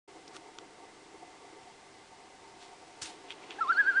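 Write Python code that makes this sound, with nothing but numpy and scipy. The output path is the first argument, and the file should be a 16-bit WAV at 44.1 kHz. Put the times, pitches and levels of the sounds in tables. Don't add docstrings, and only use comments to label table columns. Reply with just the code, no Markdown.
import sys
import numpy as np
from scipy import signal
from scipy.fft import rfft, irfft
from scipy.io import wavfile

SR = 44100
rng = np.random.default_rng(int(sys.argv[2]) if len(sys.argv) > 2 else 0)


def generate_wav(sig):
    pcm = np.round(np.clip(np.atleast_2d(sig).T, -1, 1) * 32767).astype(np.int16)
    wavfile.write(sys.argv[1], SR, pcm)


N = 176400
TIME_S = np.arange(N) / SR
BINS_HZ = np.arange(N // 2 + 1) * SR / N


def from_db(db):
    return 10 ** (np.asarray(db) / 20)

def in_time(points):
    return np.interp(TIME_S, *np.transpose(points))

def at_hz(points, hz):
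    points_hz, db = np.transpose(points)
    return np.interp(np.log(hz + 1e-9), np.log(points_hz), db)

def noise(gain):
    shaped = irfft(rfft(rng.standard_normal(N)) * gain, N)
    return shaped / np.sqrt(np.mean(shaped ** 2) + 1e-20)

def drift(rate_hz):
    return noise(1 / (1 + (BINS_HZ / rate_hz) ** 2))

def resonance(hz, width_hz):
    return 1 / (1 + ((BINS_HZ - hz) / (.78 * width_hz)) ** 2)

def swell(peak_s, rise_s, decay_s):
    t = TIME_S - peak_s
    return np.clip(1 + t / rise_s, 0, 1) * np.exp(-np.maximum(t, 0) / decay_s)

def phase_of(hz):
    return 2 * np.pi * np.cumsum(hz) / SR


# frequency_hz, relative_density_db
HISS_SPECTRUM = [(25, 1), (70, 1), (160, 5.5), (300, 6), (600, 7), (1000, 2), (1500, 3), (2600, 0),
                 (4000, -1.5), (5100, -1.5), (6500, -4.5), (8000, -5), (10000, -10.5)]
# time_s, level_db
HISS_ENVELOPE = [(.1, -57.5), (.7, -58), (1.2, -57.5), (1.6, -57.5), (2.3, -58), (2.9, -56.5), (3.4, -58),
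                 (3.95, -57.5)]
def microphone_hiss():
    return from_db(in_time(HISS_ENVELOPE)) * noise(from_db(at_hz(HISS_SPECTRUM, BINS_HZ)))


# frequency_hz, relative_density_db
RUSTLE_SPECTRUM = [(100, -20), (330, 7.5), (550, 1), (750, 5), (1100, 0.5), (2000, -2), (2900, -2),
                   (4000, -8), (6000, -14), (10000, -25.5)]
# time_s, level_db
RUSTLE_ENVELOPE = [(2.9, -67), (3.25, -58.5), (3.55, -53), (3.75, -50), (3.98, -52)]
def rustle():
    return from_db(in_time(RUSTLE_ENVELOPE)) * noise(from_db(at_hz(RUSTLE_SPECTRUM, BINS_HZ)))


# centre_hz, width_hz, level_db
CASE_RESONANCES = [(284, 12, -71), (323.5, 22, -65.5), (389.5, 38, -65.5), (436.4, 17, -70),
                   (496, 45, -69.5), (717.3, 40, -64), (761.4, 33, -64), (880, 50, -69.5),
                   (910.4, 31.5, -64), (1043, 45, -72), (1147, 60, -69), (2034, 56, -70), (2135, 90, -73.5)]
# time_s, gain_db
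LOW_WHIRR_GAIN = [(.1, 1.5), (1.1, 2), (1.5, -2), (1.57, 8.5), (1.64, -9.5), (1.8, -5.5), (1.92, 0.5),
                  (2.05, -7), (2.3, -5), (3.0, 0), (3.4, 2.5), (3.95, 1.5)]
# pitch_hz, level_db
MOTOR_TONES = [(393, -67), (721.4, -75), (904.4, -78), (1992, -79.5), (2056, -81.5), (7553, -85.5),
               (8317, -92)]
def camera_motor(low_below_hz=600, wobble=.003, flutter_db=1.98):
    low_db = in_time(LOW_WHIRR_GAIN)
    whirr = sum(from_db(db + low_db * (hz < low_below_hz)) * noise(resonance(hz, width_hz))
                for hz, width_hz, db in CASE_RESONANCES)
    phase_per_hz = phase_of(1 + wobble * drift(5.96))
    tones = sum(from_db(db) * np.sqrt(2) * np.sin(hz * phase_per_hz) for hz, db in MOTOR_TONES)
    return (whirr + tones) * from_db(flutter_db * drift(12))


# frequency_hz, gain_db, t60_s
CASE_MODES = [(970, -20.5, 0.011), (1410, -12.5, 0.01), (2580, -7, 0.006), (3150, -5, 0.0065),
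              (3630, -7.5, 0.0041), (4470, -9, .004), (5830, -10, 0.0053), (7260, -10.5, 0.0032)]
# start_s, level_db, centre_hz, falloff_db_per_octave
IMPACTS = [(.278, -38, 5200, 8), (.366, -37, 1500, 1.5), (.586, -31, 3100, -1), (1.632, -44, 2600, 12),
           (3.3055, -22, 2670, 15), (3.323, -33, 2900, 7), (3.5075, -27, 2200, 7)]
def handling_ticks(attack_s=.00051, scatter_db=1):
    out = np.zeros(N)
    age_s = np.arange(SR // 20) / SR
    hz, mode_db, t60_s = np.transpose(CASE_MODES)[:, :, None]
    for start_s, db, centre_hz, falloff in IMPACTS:
        level_db = db + mode_db - falloff * np.abs(np.log2(hz / centre_hz))
        level_db -= scatter_db * rng.standard_normal(hz.shape)
        decay = from_db(level_db - 60 * age_s / t60_s)
        rings = decay * np.sin(2 * np.pi * (hz * age_s + rng.random(hz.shape)))
        start = int(start_s * SR)
        out[start:start + len(age_s)] += 2 * rings.sum(0) * np.minimum(age_s / attack_s, 1)
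    return out


def camera_bump():
    thud = from_db(-55.5) * noise(resonance(hz=95, width_hz=70))
    return thud * swell(peak_s=3.03, rise_s=.014, decay_s=.024)


# peak_s, level_db, rise_s, decay_s, centre_hz, emphasis_db, low_edge_hz, high_edge_hz
RUBS = [(0.28, -51, 0.0044, .006, 5160, 20, 1500, 8000), (.368, -46.5, 0.041, 0.0053, 1360, 7.5, 200, 6260),
        (2.635, -55.5, 0.065, 0.043, 3450, 9, 900, 8000),
        (3.021, -34.5, 0.0066, 0.019, 5800, 6.5, 900, 9350),
        (3.059, -43.5, .03, .044, 3540, 6.5, 900, 9000), (3.318, -46, 0.039, .011, 2900, 22, 1200, 6040),
        (3.44, -56, 0.034, 0.0065, 2400, 13, 900, 5000), (3.51, -46, .012, 0.02, 3030, 18, 400, 4200)]
def handling_scuffs(grain_db=2):
    out = np.zeros(N)
    for peak_s, db, rise_s, decay_s, centre_hz, emphasis_db, low_hz, high_hz in RUBS:
        emphasis = from_db(emphasis_db * resonance(centre_hz, centre_hz / 2))
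        band = BINS_HZ / np.hypot(BINS_HZ, low_hz) / np.hypot(1, (BINS_HZ / high_hz) ** 2)
        grainy_gain = from_db(db + grain_db * drift(400))
        out += grainy_gain * noise(emphasis * band) * swell(peak_s, rise_s, decay_s)
    return out


def shore_echo(call, level_db=-18, t60_s=.9, delay_s=.025):
    response = rng.standard_normal(N) * (TIME_S > delay_s) * from_db(-60 * TIME_S / t60_s)
    return from_db(level_db) * signal.fftconvolve(call, response / np.linalg.norm(response))[:N]


# harmonic_number, level_db
GRACE_HARMONICS = [(1, -37.5), (2, -40)]
def loon_grace_note(centre_s=3.594, length_s=.034, centre_hz=833, rise_hz_per_s=6500):
    t = np.clip(TIME_S - centre_s, -length_s / 2, length_s / 2)
    phase = phase_of(centre_hz + rise_hz_per_s * t)
    window = np.cos(np.pi * t / length_s) ** 2
    return window * sum(from_db(db) * np.sin(round(k) * phase) for k, db in GRACE_HARMONICS)


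# time_s, pitch_hz
WAVER_CRESTS = [(3.61, 1365), (3.635, 1335), (3.69, 1340), (3.716, 1410), (3.719, 1630), (3.8, 1684),
                (3.89, 1622), (3.98, 1603)]
# time_s, depth_hz
WAVER_DIPS = [(3.66, 300.2), (3.753, 283), (3.843, 215.1), (3.935, 234)]
def loon_pitch(first_crest_s=3.6157, period_s=.0918, jitter=.003):
    lift = np.abs(np.cos(np.pi * (TIME_S - first_crest_s) / period_s)) ** 1.8
    hz = in_time(WAVER_CRESTS) - in_time(WAVER_DIPS) * (1 - lift)
    return hz * (1 + jitter * drift(250))


# peak_s, rise_s, fall_s, level_db
TONE_SWELLS = [(3.619, 0.017, .014, -25.5), (3.709, 0.017, 0.0094, -19.5), (3.724, 0.0059, 0.0086, -27),
               (3.804, .027, 0.013, -18.5), (3.892, 0.025, 0.016, -21), (3.985, 0.025, 0.013, -21)]
def loon_amplitude(floor_db=-34.5):
    amplitude = from_db(floor_db)
    for peak_s, rise_s, fall_s, db in TONE_SWELLS:
        away_s = np.abs(TIME_S - peak_s)
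        taper = np.where(TIME_S < peak_s, (away_s / rise_s) ** 2.55, (away_s / fall_s) ** 2.5)
        amplitude = amplitude + from_db(db) * np.exp(-taper)
    return amplitude


# frequency_hz, gain_db
THROAT_RESPONSE = [(3200, -15), (3550, -2.5), (3750, 2), (4050, -11.5), (4250, -6.5), (4480, 0.5),
                   (4700, -12), (4950, -18.5), (5200, 1.5), (5500, -12.5), (7000, -19)]
# time_s, level_db
OVERTONE_ENVELOPE = [(3.625, -52), (3.645, -55), (3.665, -60), (3.685, -42.5), (3.705, -51), (3.735, -44),
                     (3.77, -41), (3.81, -58), (3.87, -49.5), (3.915, -53), (3.96, -48.5)]
# harmonic_number, low_register_db, high_register_db
OVERTONES = [(3, -1.5, -1.5), (4, -5.5, -18.5)]
def loon_tremolo(start_s=3.605, attack_s=.0083, break_s=3.7175, break_width_s=.0017,
                 break_loss_db=14, rasp_db=-24.5, octave_db=-43, flicker_db=2.5):
    phase = phase_of(loon_pitch())
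    amplitude = loon_amplitude()
    rasp = from_db(rasp_db) * (drift(300) * np.sin(phase) + drift(300) * np.cos(phase))
    octave = from_db(octave_db) * amplitude ** .56 * np.sin(2 * phase)
    voice = amplitude * (np.sin(phase) + rasp) + octave
    envelope_db = in_time(OVERTONE_ENVELOPE)
    for k, low_db, high_db in OVERTONES:
        register_db = np.where(TIME_S < break_s, low_db, high_db)
        overtone_phase = round(k) * phase
        overtone_hz = np.diff(overtone_phase, prepend=0) * SR / (2 * np.pi)
        level_db = envelope_db + register_db + at_hz(THROAT_RESPONSE, overtone_hz)
        voice += from_db(level_db + flicker_db * drift(120)) * np.sin(overtone_phase)
    onset = np.clip((TIME_S - start_s) / attack_s, 0, 1)
    falter_db = break_loss_db * np.exp(-((TIME_S - break_s) / break_width_s) ** 2)
    return voice * onset * from_db(-falter_db)


def scene():
    loon = loon_grace_note() + loon_tremolo()
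    echo = shore_echo(loon)
    background = camera_motor() + microphone_hiss() + rustle()
    handling = handling_ticks() + camera_bump() + handling_scuffs()
    return (background + handling + echo + loon)[None]

def record(dry, start_s=.076, fade_s=.0074, cutoff_hz=10100):
    fade_in = np.clip((TIME_S - start_s) / fade_s, 0, 1)
    low_pass = signal.ellip(12, .1, 70, cutoff_hz, fs=SR, output="sos")
    return signal.sosfilt(low_pass, dry * fade_in)


dry = scene()
out = record(dry)
generate_wav(out)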